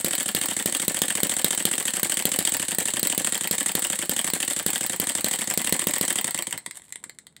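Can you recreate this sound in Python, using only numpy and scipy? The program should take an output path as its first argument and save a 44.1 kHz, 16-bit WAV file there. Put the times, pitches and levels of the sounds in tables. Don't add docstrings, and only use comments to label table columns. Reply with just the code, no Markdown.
import sys
import numpy as np
from scipy import signal
from scipy.fft import rfft, irfft, next_fast_len
from scipy.io import wavfile
from scipy.ndimage import uniform_filter1d

SR = 44100
rng = np.random.default_rng(int(sys.argv[2]) if len(sys.argv) > 2 else 0)


def invert_db(x):
    u = np.asarray(x, float) / 20
    return 10 ** u


def output_pcm(signal):
    pcm = np.clip(np.atleast_2d(signal).T, -1, 1) * 32767
    wavfile.write(sys.argv[1], SR, np.round(pcm).astype(np.int16))


N = 326340

TIME, SIZE = np.arange(N) / SR, next_fast_len(N + SR // 2)
HZ = np.arange(SIZE // 2 + 1) * SR / SIZE
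LAST_TURN_END_S = 6.641
FIRES_ABOVE_DB = -25
SLOW_TURN_S = 0.1


def ring(x, modes):
    gain = 0
    for k, (f, width, db) in enumerate(modes):
        resonance = 1j * HZ * width / (f * f - HZ ** 2 + 1j * HZ * width)
        gain = gain + (-1) ** k * invert_db(db) * resonance
    return irfft(rfft(x, SIZE) * gain, SIZE)[:N]


def add(track, s, shape):
    i = int(s * SR)
    if 0 <= i < N - len(shape):
        track[i:i + len(shape)] += shape


def burst(ms, grain_db, rise=0.34, tail_db=-17, tail_ms=6):
    t = np.arange(1200) / SR * 1000
    grain = invert_db(grain_db * np.minimum(rng.exponential(size=1200), 4))
    swell = 1 - np.exp(-t / ms / rise)
    decay = np.exp(-t / ms) + invert_db(tail_db) * np.exp(-t / tail_ms)
    ticks = rng.standard_normal(1200) * grain * swell * decay
    return ticks / np.sqrt(uniform_filter1d(ticks ** 2, size=44).max())


def push(ms, suction):
    t = np.arange(400) / SR / (ms / 1000)
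    wave = np.sin(2 * np.pi * t ** .75) * (t < 1)
    return np.where(wave < 0, suction * wave, wave)


def coast(span_s, count, last):
    kept, friction = .9537, 28.16
    energy = [np.linspace(150, 500, 400)]
    for _ in range(count - 1):
        energy.append(np.maximum(kept * energy[-1] - friction, 1))
    lengths = np.array(energy) ** -.5
    lengths[0] *= .9724
    lengths[-1] *= 1 if last else 1.0134
    return [np.interp(-span_s, -lengths.sum(axis=0), row) for row in lengths]


# t/s, valve lift level/dB, pipe pop level/dB
FIRINGS = [(-0.265, -9, -22), (0.045, -9, -22), (0.3481, -8, -23), (0.658, -9, -21.5), (0.88, -8.5, -21),
           (1.0177, -6, -22.5), (1.2317, -7.5, -19.5), (1.4442, -4.5, -20), (1.6525, -4, -21),
           (2.0304, -8, -23.5), (2.2534, -7, -20.5), (2.388, -8, -22), (2.784, -7.5, -23.5),
           (3.0292, -9, -23.5), (3.1776, -8.5, -23), (3.5106, -9, -23.5), (3.7516, -8.5, -22.5),
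           (4.094, -9, -24.5), (4.3346, -9, -24), (4.6625, -9, -22.5), (4.9986, -8.5, -23.5),
           (5.2434, -9, -23.5), (5.5747, -7.5, -23), (5.7241, -6.5, -18.5), (5.8695, -8, -20),
           (6.0109, -9, -22)]
TURNS_PER_FIRING = [4, 4, 4, 3, 2, 3, 3, 3, 5, 3, 2, 5, 3, 2, 4, 3, 4, 3, 4, 4, 3, 4, 2, 2, 2, 6]
# valve lift level/dB, pipe pop level/dB
MISSED_TURNS = [
    (-13, -30.5),
    (-13.5, -28.5),
]


def cam_turns():
    slow_db_per_s, scatter_db = -54, (1.25, 1.0)
    ends = [row[0] for row in FIRINGS[1:]] + [LAST_TURN_END_S]
    turns, ago = [], []
    for (s, db, pop_db), end, count in zip(FIRINGS, ends, TURNS_PER_FIRING):
        lengths = coast(end - s, count=count, last=end == LAST_TURN_END_S)
        chance = np.clip(rng.standard_normal((count, 2)), -2, 2) * scatter_db
        starts = s + np.cumsum(lengths) - lengths
        for k, start in enumerate(starts):
            softer_db = slow_db_per_s * max(lengths[k] - SLOW_TURN_S, 0)
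            missed = MISSED_TURNS[k > 1] + chance[k] + softer_db
            turns.append((start, *(missed if k else (db, pop_db))))
            ago.append(min(k, 2))
    return turns, ago


def cam_angle(cam):
    starts = np.append([turn[0] for turn in cam], LAST_TURN_END_S)
    turns = np.interp(TIME, starts, np.arange(len(starts)))
    fired = np.append([turn[2] > FIRES_ABOVE_DB for turn in cam], 0)
    return turns % 1, fired[turns.astype(int)], np.diff(starts)


# position [share of turn], level/dB
TAPPET = [
    (.252, -19.5),
    (.272, -19.5),
    (.266, -18.5),
]
SNORT = [
    (.29, -18.5),
    (.335, -11.5),
    (.345, -15),
]
SEAT = [
    (.6, -17.5),
    (.622, -16),
    (.636, -17.5),
]


def cam_knocks(cam, ago):
    scatter_db, scatter_share = (1.5, 2, 3.5), (.004, 0.0083, .005)
    early_per_s = (.37, .08, .22)
    starts = np.array(cam)[:, 0]
    lengths = np.diff(np.append(starts, LAST_TURN_END_S))
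    slow = np.maximum(lengths - SLOW_TURN_S, 0)
    chance = np.clip(rng.standard_normal((len(cam), 3, 2)), -2, 2)
    for k, rule in enumerate((TAPPET, SNORT, SEAT)):
        share, db = np.array(rule)[ago].T
        share = share - early_per_s[k] * slow + scatter_share[k] * chance[:, k, 0]
        yield list(zip(starts + share * lengths, db + scatter_db[k] * chance[:, k, 1]))


# length [ms], swell [share of length], trim level/dB
KNOCKS = [
    (1.98, 1, 2.5),
    (0.22, 0.94, 0.5),
    (1.33, 1, 0.33),
    (0.62, 1, -1.5),
]
# f/Hz, width/Hz, then level/dB for lift, tappet, snort, seat
BODY = [(770, 600, -14.5, -39, -23, -6), (1802, 314, -6.5, -28, -4.5, -3), (2200, 485, -10.5, 0, -39, -3),
        (2973, 460, -8.5, -30, 0, -38), (3710, 335, -7, -60, -5.5, -35),
        (4360, 554, -11.5, -9, -10.5, -3.5), (7695, 766, 1, 5.5, -3, 1), (8230, 400, 4, -12, 5, 9.5),
        (8560, 366, 3, -15, 3.5, -26), (10100, 2750, -7, -2, -8.5, -27),
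        (12300, 11000, -17.5, -6, -28, -10), (15430, 220, -9.5, -6, -8, 6.5)]
# f/Hz, width/Hz, level/dB
CRACK = [(1810, 5200, -24.5), (3940, 950, -2.5), (8200, 600, -3.5), (10000, 2000, -4), (14400, 1900, -1)]


def valve_gear(cam, ago):
    lifts = [(s, db - 5.3 * (pop_db > FIRES_ABOVE_DB)) for s, db, pop_db in cam]
    all_hits = (lifts, *cam_knocks(cam, ago))
    knocks, crack = 0, np.zeros(N)
    for k, (hits, (ms, rise, trim_db)) in enumerate(zip(all_hits, KNOCKS)):
        track = np.zeros(N)
        for s, db in hits:
            add(track, s - .0002, invert_db(db + trim_db) * burst(ms, 2.5, rise))
        knocks = knocks + ring(track, np.array(BODY)[:, [0, 1, 2 + k]])
    for s, db, _ in FIRINGS:
        add(crack, s + 0.00065, invert_db(db + 4.0) * burst(0.56, 0.83, tail_db=-22.5))
    return invert_db(4) * knocks + ring(crack, CRACK)


def rims_singing(clatter):
    return ring(clatter, [(8600, 21, -7.0), (8150, 55, -15), (3235, 115, -5.0)])


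# f/Hz, width/Hz, level/dB
PIPE = [(180, 154, 4), (369, 56, 2), (520, 40, -1), (810, 110, -33), (118.5, 12, -1), (148, 45, -15),
        (272, 50, -18)]
# f/Hz, width/Hz, level/dB
BASE = [(186, 65, 5), (490, 90, -9), (113, 25, -9), (330, 70, -15), (675, 70, -12)]
# t/s, level/dB
PUFFS = [
    (6.538, -40),
    (6.5413, -33),
    (6.675, -37),
    (7.063, -44),
]


def pipe(cam, angle, fired, lengths):
    air, pops = np.zeros(N), np.zeros(N)
    chance = rng.standard_normal((len(cam), 8, 2))
    for (s, _, pop_db), length, draw in zip(cam, lengths, chance):
        hot = pop_db > FIRES_ABOVE_DB
        if hot:
            add(pops, s + .00005, invert_db(pop_db) * push(2.3, 1.4))
        else:
            add(air, s + 0.049 * length, invert_db(pop_db + 4.5) * push(2.35, 0.37))
        shares = .3 + np.cumsum(.052 + 0.00905 * draw[:, 0])
        sizes_db = -32 + 3 * hot - 9 * ((shares - .44) / 0.12) ** 2 + 2.0 * draw[:, 1]
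        sizes_db = sizes_db - 35 * max(length - .09, 0)
        for share, db in zip(shares, sizes_db):
            add(air, s + share * length, invert_db(db) * push(1.415, 1.7))
    for s, db in PUFFS:
        add(air, s, invert_db(db + 0.5) * push(2.8, 0.65))
    stroke = np.exp(-((angle - .42) / 0.091) ** 2) * invert_db(0.42 * fired) + 0.048 * (angle > 0)
    length_now = np.interp(TIME, np.array(cam)[:, 0], lengths)
    stroke = stroke * invert_db(-80 * np.maximum(length_now - SLOW_TURN_S, 0))
    hiss_modes = [(276, 240, -0.5), (858, 430, -1.0), (1775, 340, 1.5), (2910, 1700, -9.5)]
    hiss = ring(stroke * rng.standard_normal(N), hiss_modes)
    thump = pops + sum(ring(pops, [mode]) for mode in BASE)
    return thump + 0.4 * air + ring(air, PIPE) + invert_db(-21) * hiss


# t/s, level/dB
GEARS = [
    (0, -36),
    (2.5, -36.5),
    (6.1, -37),
    (6.35, -42),
    (6.53, -52),
    (6.68, -70),
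    (7.4, -88),
]
# t/s, half length [s], level/dB
SCUFFS = [
    (6.768, 0.016, -42),
    (6.85, 0.016, -53.5),
    (6.895, 0.01, -58),
    (7.149, 0.0045, -59),
]


def gears(angle):
    hush = 1
    for s, _, _ in FIRINGS:
        hush = hush - 0.38 * np.clip(1 - (s - TIME) / 0.088, 0, 1) * (TIME < s)
    turn_db = np.interp(angle, [0, .3, .5, .7, 1], [4, 4, 4, 2, -1])
    busy = invert_db(turn_db + np.interp(TIME, *np.transpose(GEARS))) * hush
    for s, half, db in SCUFFS:
        busy = busy + invert_db(db) * np.exp(-((TIME - s) / half) ** 2)
    teeth = rng.random(N) < 260 / SR
    teeth = teeth * invert_db(2 * np.minimum(rng.exponential(size=N), 3)) * (angle < .72)
    teeth = np.convolve(teeth, np.exp(-np.arange(90) / 22))[:N]
    ticks = rng.standard_normal(N) * (1 + 2.8 * teeth)
    modes = [*np.array(BODY)[:10, :3], (12600, 3500, -13), (15300, 900, -19)]
    return ring(ticks * busy, modes) / ring(ticks, modes).std()


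# t/s, level/dB, low body level/dB, pipe puff level/dB
ROCKING = [(6.6618, -13, -15, -39.5), (6.7098, -20.5, -12.5, -52), (6.7473, -42, -8, -60),
           (6.769, -35, -15, -54), (6.7964, -40, -11, -54), (6.819, -33, -20, -61), (6.8815, -41, -13, -65),
           (6.9047, -37, -16, -64), (6.9237, -17, -17.5, -50), (6.9571, -20.5, -18, -51),
           (7.001, -47, -14, -66), (7.029, -43, -20, -64), (7.0392, -19.5, -16, -49),
           (7.0952, -27.5, -11.5, -51.5), (7.1866, -25.5, -13.5, -60), (7.2678, -28, -15, -61),
           (7.325, -49, -16, -72), (7.3647, -32.5, -12, -71)]


def rocking():
    high, low, puff = np.zeros((3, N))
    for s, db, low_db, puff_db in ROCKING:
        tick = burst(0.67, 1.7, tail_db=-12.5, tail_ms=4.6)
        add(high, s, invert_db(db + 3.0) * tick)
        add(low, s, invert_db(db + low_db + 18) * tick)
        add(puff, s, invert_db(puff_db + 16) * tick)
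    brass = np.array(BODY)[6:10, :3]
    frame = [(1780, 530, -4.5), (2250, 400, -2.5), (3750, 670, -4.5),
             (5170, 830, -12.0), (12500, 5600, -13), (15400, 500, -25)]
    return ring(high, brass) + ring(low, frame) + ring(puff, [(397, 310, 4), (950, 300, 5.2)])


# t/s, level/dB of its hollow
HAND = [
    (0, -30),
    (5.2, -24),
    (5.5, -3),
    (6.5, -3),
    (7.4, -9),
]


def hand_hollow(engine):
    hollow = ring(engine, [(1030, 210, -1), (1600, 460, -9.5), (2020, 240, 1.2)])
    return hollow * invert_db(np.interp(TIME, *np.transpose(HAND)))


def echoes(x, t60_s, db, dull_hz):
    t = TIME[:SR // 2]
    tail = rng.standard_normal(len(t)) * np.exp(-np.log(1000) * t / t60_s) * (t > .004)
    tail = signal.sosfilt(signal.butter(5, dull_hz, fs=SR, output="sos"), tail)
    return invert_db(db) * signal.fftconvolve(x, tail / np.sqrt(np.sum(tail ** 2)))[:N]


# f/Hz, level/dB per Hz
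ROOM = [(18, -32), (30, -13.5), (221, 21), (2060, -3), (2480, -18), (3670, -6), (6050, -29), (7870, -36),
        (16000, -43)]


def workshop():
    hz, db = np.transpose(ROOM)
    colour = invert_db(np.interp(np.log(HZ + 1), np.log(hz), db))
    tone = irfft(rfft(rng.standard_normal(SIZE)) * colour, SIZE)[:N]
    rumble = ring(rng.standard_normal(N), [(45, 28, -3.0), (161, 88, -3.0)])
    return tone / tone.std() * invert_db(-68.5) + rumble / rumble.std() * invert_db(-64)


def scene():
    cam, ago = cam_turns()
    angle, fired, lengths = cam_angle(cam)
    clatter = valve_gear(cam, ago) + rocking()
    engine = clatter + rims_singing(clatter) + pipe(cam, angle, fired, lengths) + gears(angle)
    engine = engine + hand_hollow(engine)
    mix = engine + echoes(engine, t60_s=0.17, db=-12.5, dull_hz=10900) + workshop()
    return mix[None]


def top_cut(x):
    return signal.sosfilt(signal.butter(12, 16970, fs=SR, output="sos"), x)


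def record(dry):
    x = signal.sosfilt(signal.butter(2, 88, "high", fs=SR, output="sos"), dry)
    cut = signal.sosfiltfilt(signal.ellip(8, .1, 50, 15900, fs=SR, output="sos"), x)
    mix = cut + invert_db(-39.5) * (x - cut)
    return top_cut(mix)


dry = scene()
out = record(dry)
output_pcm(out)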